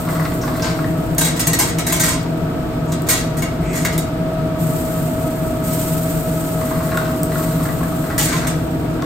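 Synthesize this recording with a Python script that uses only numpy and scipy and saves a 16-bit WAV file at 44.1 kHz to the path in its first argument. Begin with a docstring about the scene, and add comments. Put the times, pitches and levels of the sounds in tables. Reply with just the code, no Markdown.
"""Gravy on a restaurant range

An extractor hood drones throughout: air booms in its duct under the wavering tones of the fan.
A pan of gravy grinds and bumps over the iron grate, is left to bubble, then is swirled again.
Steel tongs scrape and clatter against a pan, ringing in the tiled kitchen. Hot fat fizzes
underneath, spits now and then, and surges, most of all in the second half."""
import sys
import numpy as np
from scipy import signal
from scipy.fft import rfft, irfft, next_fast_len
from scipy.io import wavfile

SR = 44100
rng = np.random.default_rng(int(sys.argv[2]) if len(sys.argv) > 2 else 0)


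def put_to_file(sound):
    """Save the sound as 16-bit audio at rate SR, in the file named by the first command-line argument."""
    columns = np.atleast_2d(sound).T  # one column per channel
    safe = np.clip(columns, -1, 1)
    whole_steps = np.round(safe * 32767)
    wavfile.write(sys.argv[1], SR, whole_steps.astype(np.int16))


N = 399088
TIME = np.arange(N) / SR

# air rush of hood and burners: (frequency [Hz], level [dB per Hz])
AIR_COLOUR = [(18, -76), (30, -69), (60, -51), (110, -50), (205, -58.5), (310, -52), (420, -58), (590, -61),
              (850, -67), (1030, -69.5), (1400, -67), (2000, -77), (4200, -84.5), (9000, -99),
              (16000, -104)]
# boom of the duct: (resonance [Hz], width [Hz], level [dB per Hz])
DUCT_MODES = [(28, 10, -52), (52, 6.9, -44.5), (74.5, 13, -50), (160.6, 25.4, -36), (245.6, 19, -43),
              (286, 55, -47), (362.5, 8.8, -49.5), (459, 54, -55), (671.6, 70, -52.5), (869, 12, -60),
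              (944, 26, -59.5), (1148, 28, -61.5), (1283, 48, -59)]
# stereo width of the air rush: (frequency [Hz], side minus mid [dB])
AIR_WIDTH = [(30, -27), (60, -44), (130, -17.5), (250, -16), (420, -11.5), (700, -0.5), (1300, -4.5),
             (2400, 1.5), (6000, 2)]
# lean of the air rush: (frequency [Hz], left minus right [dB])
AIR_LEAN = [(30, 4), (80, -0.5), (150, 2), (260, -0.5), (500, 0.5), (1200, 1.5), (2200, 1), (3500, 1.5),
            (5500, -3.5), (8000, 1)]
# level ride of the fan: (time [s], overtones [dB], blade tone [dB])
FAN_LEVELS = [(0.0, -28.5, -39), (0.88, -28, -30.5), (1.48, -38, -35), (1.71, -32, -31.5), (4.03, -31, -40),
              (4.28, -25, -34.5), (7.18, -27, -40), (8.42, -33, -32), (9.05, -33, -28)]
# fan tones: (harmonic of the blade rate, level [dB], left lead [rad], left minus right [dB])
FAN_TONES = [(1, 0, 0.56, -2.5), (2, -1.9, -0.025, 0.5), (3, -27, 0.28, 0), (4, -19.5, -0.59, 10)]
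# liquid meeting the hot wall of the pan: (time [s], level [dB], rise [s], hold [s])
SURGES = [(-.05, -33.5, 0.026, 0.071), (0.564, -55, 0.024, .02), (4.577, -33, 0.022, 0.41),
          (5.635, -26, 0.017, 0.016), (6.3, -36, 0.069, 0.61), (7.27, -31.5, 0.086, 0.14)]
# colour of the sizzle: (frequency [Hz], relative level [dB])
SIZZLE_COLOUR = [(800, -39), (2000, -3), (3500, -4.5), (5800, -4.5), (7200, 0.5), (8600, 4), (10500, 2),
                 (12000, 4.5), (13500, 1.5), (16000, -1)]
# ring of the pan, damped by its gravy: (pitch [Hz], relative level [dB], t60 [s])
PAN_MODES = [(800, 3.5, 0.0058), (1075, 16, 0.039), (1147, 16, 0.039), (1366, 10, 0.016),
             (1590, 9.5, 0.023), (1760, 5.5, 0.011), (1970, 5, 0.013), (2700, -10.5, 0.011),
             (4000, -21.5, 0.0014)]
# strokes of the pan over the grate: (time [s], length [s], level [dB])
SWIRLS = [(0.023, 0.28, -32.5), (0.392, 0.33, -33.5), (0.679, .2, -38), (6.574, 0.41, -37),
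          (6.87, 0.3, -34.5), (7.269, 0.29, -35), (7.541, 0.17, -36), (7.757, 0.27, -43), (7.997, 0.2, -37),
          (8.184, 0.37, -33.5)]
# pan bumping the grate, a hard edge brighter than the flat base:
# (time [s], level [dB], contact decay [s], brightness [dB per octave])
KNOCKS = [(0.074, -18, .006, -9), (0.088, -20, .011, -8), (0.153, -22.5, .005, 0), (0.165, -24, 0.0045, -2),
          (0.196, -14, 0.0018, -3), (0.251, -17.5, 0.0099, 12.5), (0.319, -21.5, .005, -11),
          (0.4347, -19, .005, 6), (0.478, -17.5, 0.011, -16), (0.493, -29, .006, -4), (0.553, -23, .003, 2),
          (0.597, -23, 0.0051, 12), (0.7883, -18, 0.0063, -3), (0.843, -18.5, 0.0018, 8),
          (6.614, -17.5, 0.0022, -7), (6.7085, -17.5, 0.011, -5), (6.755, -32, .007, 2),
          (6.803, -22, .007, -6), (6.916, -18, 0.012, 9), (6.9414, -19.5, 0.0057, 0),
          (6.972, -11, 0.0031, 9), (7.011, -21, .005, -10), (7.053, -20, .01, 10), (7.091, -24, 0.013, -8),
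          (7.135, -24, 0.011, -17), (7.317, -23, 0.0069, 8), (7.355, -17, 0.0028, 3), (7.44, -29, .009, 7),
          (7.6, -23, 0.0053, 2), (7.653, -20, 0.01, 4), (7.688, -23, 0.0075, 4), (7.805, -24, .006, -2),
          (7.827, -21, .007, -3), (7.9208, -24, 0.0045, -17), (8.038, -23, 0.0046, -2),
          (8.0993, -16, 0.02, 4), (8.315, -20, 0.0073, 1), (8.365, -22, .006, 13), (8.424, -22, .008, 4),
          (8.447, -23, .008, 5), (9.022, -18, 0.0023, 8)]
# steel dragged over steel: (time [s], level [dB], swell [s], fade [s], centre [Hz])
SCRAPES = [(0.412, -35, .004, 0.037, 5800), (0.62, -26, 0.0037, 0.013, 5200),
           (0.63, -34.5, .004, 0.1, 4460), (0.631, -42, .004, 0.084, 3020), (2.872, -42, .015, .025, 7500),
           (2.916, -28.5, .006, 0.011, 7200), (3.62, -35, 0.083, 0.036, 2120),
           (3.625, -37.5, .12, .04, 7750), (8.187, -27.5, 0.0044, 0.046, 2950)]
# tongs striking steel: (time [s], level [dB], rattle length [s], brightness [dB per octave],
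# wall clonk [dB], rim clank [dB], reverb send [dB], favoured ring [Hz])
CLINKS = [(0.621, -26, 0.079, -5.5, 6, -3, 5.5, 5200), (1.1804, -12.5, 0.0099, 3, 2, 3, 3.5, 6900),
          (1.21, -14, 0.035, 0, 4, -3, 0.5, 4380), (1.246, -16.5, 0.05, 0.1, 4, 1, 1.5, 8320),
          (1.361, -27.5, .03, -2, 0, 4, 7, 8300), (1.394, -16, 0.022, 0.5, -2, -2, 4, 8350),
          (1.469, -12, 0.012, 2.5, 9, 7, 2, 6500), (1.531, -13, 0.018, 0.5, 4, 4, 0.5, 6820),
          (1.588, -12.5, 0.054, 1.3, 9.5, 1, 2, 1045), (1.673, -24, .03, -0.5, 0, 6, 4, 6850),
          (1.784, -19.5, 0.02, -1.5, 3, 2, 3.5, 7200), (1.866, -17, 0.025, 1, -1, 4, 3, 8280),
          (1.896, -24, .025, -1, 2, 2, 4, 8280), (1.923, -13.5, 0.045, 1.2, 8, 3, 1, 2060),
          (1.997, -14, 0.031, 1, 6, 1, 4.5, 1930), (2.035, -14.5, 0.041, 0, 2, -2, 3, 1950),
          (2.082, -19.5, 0.054, -0.5, 5, -2, 3.5, 7390), (2.92, -25.5, 0.023, -2.5, -4, -5, 0.5, 3900),
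          (3.066, -30, 0.023, -3, -7, -6, 6, 7390), (3.087, -13.5, 0.026, 1.5, -14, -2, 6.5, 2200),
          (3.106, -17, 0.097, 0, 1, 2.5, -0.5, 5860), (3.369, -26.5, 0.033, 2.5, -2, 6, 3, 7390),
          (3.4207, -23.5, 0.009, -1.5, 3, 5, 4, 6550), (3.73, -27.5, 0.035, -3, -5, 6, 5, 7080),
          (3.752, -26, 0.12, 1, -2, 2, 3.5, 7080), (3.849, -14, 0.026, -3, 3, 7, -3, 2080),
          (3.923, -27, 0.013, -3.5, 7, -7, 5, 8300), (3.978, -16.5, 0.0024, 2.5, 0, 5, 0.5, 9280),
          (8.179, -15.5, 0.052, 1.2, 9.5, 2, 4, 6560), (8.226, -17.5, 0.043, 4, 1, 2, 4, 6990),
          (8.257, -23.5, 0.1, -.5, -6, 5, 3, 7010), (8.325, -23, 0.042, -6.5, 0, -2, 0, 8310),
          (8.357, -29, 0.09, 0, -1, -2, 2.5, 1570), (8.468, -21.5, 0.02, -1, 5, 0, 4.5, 7120)]
# ring of tongs and pan: (pitch [Hz], relative level [dB], t60 [s])
STEEL_MODES = [(890, -7, 0.074), (1045, 3.5, 0.11), (1570, 5, 0.06), (1930, -2.5, 0.025),
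               (2196, 0.5, 0.037), (2780, 1, 0.047), (3350, -1, 0.043), (3876, -1, 0.028), (4380, -3, .04),
               (4700, -0.5, .05), (5200, -2, 0.03), (5850, 1, 0.046), (6560, 2, 0.062), (6870, 0, .11),
               (7080, -6, .09), (7390, -9, .07), (8310, 0.5, .04), (9280, -7, .04)]
# colour of a steel contact: (frequency [Hz], relative level [dB])
STEEL_COLOUR = [(200, 1), (600, -4.5), (1000, 0.5), (1270, 2), (1550, -0.5), (2150, 1), (2800, -4),
                (3900, -1.5), (4900, -4), (5700, -2.5), (6700, 3.5), (8500, 3), (11000, 8.5), (13500, -2),
                (16000, -4)]
# lean of the clatter: (frequency [Hz], left minus right [dB])
STEEL_LEAN = [(700, 0.5), (2000, 2), (3200, 0.5), (4800, 0.5), (5700, -6), (7200, 2)]
# fat spitting: (time [s], level [dB])
SPITS = [(1.1491, -6), (2.2294, -13), (3.02, -6), (6.9727, 3.5), (7.2326, 6), (7.686, -13)]
# kitchen reverb: (frequency [Hz], t60 [s])
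KITCHEN_T60 = [(300, 0.28), (2000, 0.42), (5000, 0.47), (9000, 0.14), (15000, 0.089)]
# phase of the top treble: (frequency [Hz], left lag [rad])
LEFT_LAG = [(7000, -.1), (8100, .1), (9000, 1.3), (9900, 2.95), (10900, 3.25), (11900, 4.4), (12900, 6.1),
            (14600, 6.4), (15500, 8.4)]


def from_db(db):
    """Decibels to gain."""
    return 10 ** (np.asarray(db) / 20)


def rms_one(x):
    """Scale to rms 1."""
    return x / np.sqrt(np.mean(x ** 2) + 1e-20)


def lean(db):
    """Left and right gains, the left louder by db."""
    return from_db(db * np.array([[.5], [-.5]]))


def bins(size):
    """Frequencies of a spectrum of that many samples."""
    return np.maximum(np.fft.rfftfreq(size, 1 / SR), 1)


def at_hz(points, hz):
    """Read a table along log frequency."""
    f, value = np.transpose(points)
    return np.interp(np.log(hz), np.log(f), value)


def filtered(x, response):
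    """Pass x through a response given as a function of frequency."""
    size = next_fast_len(N + SR)
    return irfft(rfft(x, size) * response(bins(size)), size)[..., :N]


def drift(rate_hz):
    """A smooth random wander with rms 1."""
    hop = 100
    pole = np.exp(-2 * np.pi * rate_hz * hop / SR)
    slow = signal.lfilter([1], [1, -2 * pole, pole * pole], rng.standard_normal(N // hop + 1002))[1000:]
    return np.interp(np.arange(N) / hop, np.arange(len(slow)), rms_one(slow))


def ring(x, hz, t60):
    """A resonance with gain 1 at its top."""
    r, w = from_db(-60 / (t60 * SR)), 2 * np.pi * hz / SR
    return signal.lfilter(np.array([1, 0, -1]) * (1 - r * r) / 2, [1, -2 * r * np.cos(w), r * r], x + 1e-18)


def grains(per_s, spread_db, size=N):
    """Random clicks of uneven size and sign."""
    sizes = from_db(spread_db * np.minimum(rng.exponential(1, size), 4))
    return (rng.random(size) < per_s / SR) * sizes * rng.choice([-1, 1], size)


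def add(track, s, sound):
    """Mix a sound in at time s."""
    start = max(round(s * SR), 0)
    track[..., start:start + sound.shape[-1]] += sound[..., :N - start]


def kitchen(x, wet_db, build_s=0.00021):
    """Direct sound plus a diffuse stereo tail off steel and tile, fresh for each spot that sounds."""
    t, tail = TIME[:SR * 2 // 5], 0
    edges_hz = np.geomspace(150, 18000, 9)
    for low, high in zip(edges_hz, edges_hz[1:]):
        band = signal.butter(2, [low, high], "band", fs=SR, output="sos")
        decay = from_db(-60 * t / at_hz(KITCHEN_T60, np.sqrt(low * high)))
        tail = tail + signal.sosfilt(band, rng.standard_normal((2, len(t)))) * decay
    tail = rms_one(tail * (1 - np.exp(-t / build_s))) / np.sqrt(len(t))
    return x + from_db(wet_db) * signal.fftconvolve(x[None], tail, axes=1)[:, :len(x)]


def hood():
    """Turbulent air booms in the duct's resonances; the bass sits near the centre, the top is wide."""
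    def colour(f):
        duct = sum(from_db(db) ** 2 / (1 + (2 * (f - hz) / width) ** 2) ** 2
                   for hz, width, db in DUCT_MODES)
        return np.sqrt((from_db(at_hz(AIR_COLOUR, f)) ** 2 + duct) * SR / 2)
    mid, side = filtered(rng.standard_normal((2, N)), colour)
    side = filtered(side, lambda f: from_db(at_hz(AIR_WIDTH, f)))
    return filtered(np.array([mid + side, mid - side]), lambda f: lean(at_hz(AIR_LEAN, f)))


def fan(blade_hz=319.25, waver_hz=0.623, flutter_db=0.98, motor_hz=119.4, motor_db=-33):
    """Blade tones flutter in the uneven inflow, over the motor's mains hum."""
    times, overtones_db, blade_db = np.transpose(FAN_LEVELS)
    phase = 2 * np.pi * np.cumsum(blade_hz + waver_hz * drift(3.76)) / SR
    out = from_db(motor_db + drift(1.0)) * np.sin(2 * np.pi * motor_hz * TIME + 0.12 * drift(3.3))
    for harmonic, tone_db, lead, lean_db in FAN_TONES:
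        ride_db = np.interp(TIME, times, blade_db if harmonic == 1 else overtones_db)
        gain = from_db(ride_db + tone_db + flutter_db * drift(0.91)) * lean(lean_db)
        out = out + gain * np.sin(harmonic * phase + np.array([[lead], [0]]))
    return np.sqrt(2) * out


def boiling_off(simmer_db=-45.5, fade_db_per_s=9.5):
    """Envelope of the sizzle: over a steady simmer, each surge rises, holds and fades as it boils away."""
    power = from_db(simmer_db) ** 2
    for s, db, rise_s, hold_s in SURGES:
        t = TIME - s
        fade_db = fade_db_per_s * np.maximum(t - rise_s - hold_s, 0)
        power = power + (np.clip(t / rise_s, 0, 1) * from_db(db - fade_db)) ** 2
    return np.sqrt(power)


def sizzle(pops_per_s=14000, flicker_db=1.48):
    """Countless tiny steam bursts in hot fat blur into a flickering hiss."""
    pops = np.array([grains(pops_per_s, spread_db=1.9) for side in range(2)])
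    hiss = rms_one(filtered(pops, lambda f: from_db(at_hz(SIZZLE_COLOUR, f))))
    return hiss * boiling_off() * from_db(flicker_db * drift(29))


def gravy(per_pitch_per_s=25, cycles=9, level_db=-49):
    """Bubbles burst softly in the thick sauce, each a short damped note."""
    bubbles = sum(ring(grains(per_pitch_per_s, spread_db=2.9), hz, cycles / hz) / hz
                  for hz in np.geomspace(700, 2600, num=12))
    return from_db(level_db) * rms_one(bubbles)


def pan_body(force, bright=0, slosh_shift=0.021, uneven_db=2):
    """The pan rings; shifting gravy and the point of contact detune and rebalance its modes."""
    pulse, response = signal.unit_impulse(SR // 8), 0
    for k, (hz, db, t60) in enumerate(PAN_MODES):
        detune, share = rng.standard_normal(2)
        gain = from_db(db + uneven_db * share + bright * np.log2(hz / PAN_MODES[0][0]))
        response = response + (-1) ** k * gain * ring(pulse, hz * (1 + slosh_shift * detune), t60)
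    return signal.fftconvolve(force, response / np.linalg.norm(response))


def pan_on_grate(slips_per_s=800, jerk_db=0.5, slide_db=-2.3, grit_db=-13):
    """The base grinds over rough iron with a faint gritty hiss, and bumps over the bars."""
    out, t = np.zeros(N), TIME[:SR // 2]
    for s, length_s, db in SWIRLS:
        speed = np.sqrt(np.abs(np.sin(np.pi * np.minimum(t / length_s, 1))))
        pressure = speed * from_db(db + slide_db - jerk_db * drift(43)[:len(t)])
        slips = rms_one(grains(slips_per_s, spread_db=3, size=len(t)))
        add(out, s, pan_body(pressure * slips))
        grit = rms_one(ring(rng.standard_normal(len(t)), hz=4200, t60=0.0019))
        add(out, s, speed * from_db(db + grit_db) * grit)
    for s, db, decay_s, bright in KNOCKS:
        bump = pan_body(rng.standard_normal(len(t)) * np.exp(-t / decay_s), bright)
        add(out, s, from_db(db) * bump / np.abs(bump).max())
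    return out


def scrapes(slips_per_s=5000, cycles=7, trim_db=-2):
    """Quick stick and slip along a steel edge excites one broad resonance."""
    out, t = np.zeros(N), TIME[:SR // 3]
    for s, db, swell_s, fade_s, hz in SCRAPES:
        swell = np.sqrt(np.minimum(t / swell_s, 1))
        fade = np.exp(-(np.maximum(t - swell_s, 0) / fade_s) ** 2)
        slips = grains(slips_per_s, spread_db=0.96, size=len(t))
        rasp = rms_one(ring(ring(slips, hz, cycles / hz), hz, cycles / hz))
        add(out, s, from_db(db + trim_db) * swell * fade * rasp)
    return out


def steel_body(force, bright, clonk_db, clank_db, favoured_hz, ring_db=1, uneven_db=3, grip_shift=0.0032):
    """Tongs and pan ring; the grip detunes and rebalances the modes, the struck spot favours one pitch."""
    f = bins(len(force))
    hz, mode_db, t60 = np.transpose(STEEL_MODES)[:, :, None]
    detune, share = rng.standard_normal((2, len(STEEL_MODES), 1))
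    favour_db = 8 * np.exp(-((hz - favoured_hz) / 130) ** 2)
    strength = from_db(mode_db + ring_db + favour_db + uneven_db * share)
    modes = strength / (1 + 2j * np.pi * (f - hz * (1 + grip_shift * detune)) * t60 / np.log(1000))
    tilt_db = bright * np.log2(np.maximum(f, 2000) / 6000)
    wall_db = clonk_db * np.exp(-((f - 880) / 135) ** 2)
    rim_db = clank_db * np.exp(-((f - 1980) / 350) ** 2)
    body = (1 + modes.sum(axis=0)) * from_db(at_hz(STEEL_COLOUR, f) + tilt_db + wall_db + rim_db)
    body /= np.sqrt(np.mean(np.abs(body) ** 2))
    return irfft(rfft(force) * body)


def tongs(crack_s=0.01, rattle_db=-5, bite_s=0.00039, firm_db=-10.5, tick_db=-1, tick_s=0.0088):
    """Each strike cracks, chatters on as the arms rebound, and rings the steel into the room."""
    out, t = np.zeros((2, N)), TIME[:SR // 2]
    edge = signal.butter(2, 8000, "high", fs=SR, output="sos")
    for s, db, rattle_s, bright, clonk_db, clank_db, room_db, favoured_hz in CLINKS:
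        crack = rng.standard_normal(len(t)) * np.exp(-t / crack_s)
        rattle = rms_one(grains(per_s=700, spread_db=3, size=len(t))) * np.exp(-(t / rattle_s) ** 2)
        bite = 1 - np.exp(-t / (bite_s * from_db(firm_db - db) ** 0.7))  # lighter hit, slower attack
        force = (crack + from_db(rattle_db) * rattle) * bite
        clink = steel_body(force, bright, clonk_db, clank_db, favoured_hz)
        # the first touch of a hard edge is the brightest
        tick = signal.sosfilt(edge, bite * rng.standard_normal(len(t)) * np.exp(-t / tick_s))
        strike = (clink + from_db(tick_db) * tick)[:SR * 2 // 5]
        add(out, s, from_db(db) * kitchen(strike, room_db))
    return out


def spits(decay_s=0.00054, trim_db=-6):
    """Single drops burst in the fat with a thin, sharp tick."""
    out, t = np.zeros(N), TIME[:SR // 20]
    for s, db in SPITS:
        add(out, s, from_db(db + trim_db) * rng.standard_normal(len(t)) * np.exp(-t / decay_s))
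    return signal.sosfilt(signal.butter(4, 8200, "high", fs=SR, output="sos"), out)


def scene():
    """The pan is up close and a little left; the tongs sit further back, with more of the room."""
    stove = kitchen(pan_on_grate() + gravy() + spits(), wet_db=-3.5)
    clatter = tongs() + kitchen(scrapes(), wet_db=-4.5)
    clatter = filtered(clatter, lambda f: lean(at_hz(STEEL_LEAN, f)))
    return hood() + fan() + sizzle() + stove * lean(2.4) + clatter


def record(dry):
    """Both sides carry the right's top treble, a touch late on the left; soft clip, then a high cut."""
    shared_above_hz, ceiling, cutoff_hz = 6800, 0.9, 15800
    top = filtered(dry, lambda f: np.clip((f - shared_above_hz) / 400 + .5, 0, 1))
    late = filtered(top[1], lambda f: np.exp(-1j * at_hz(LEFT_LAG, f)))
    pair = np.array([dry[0] - top[0] + late, dry[1]])
    rounded = pair / (1 + (pair / ceiling) ** 6) ** (1 / 6)
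    return signal.sosfilt(signal.ellip(12, .1, 80, cutoff_hz, fs=SR, output="sos"), rounded)


dry = scene()
out = record(dry)
put_to_file(out)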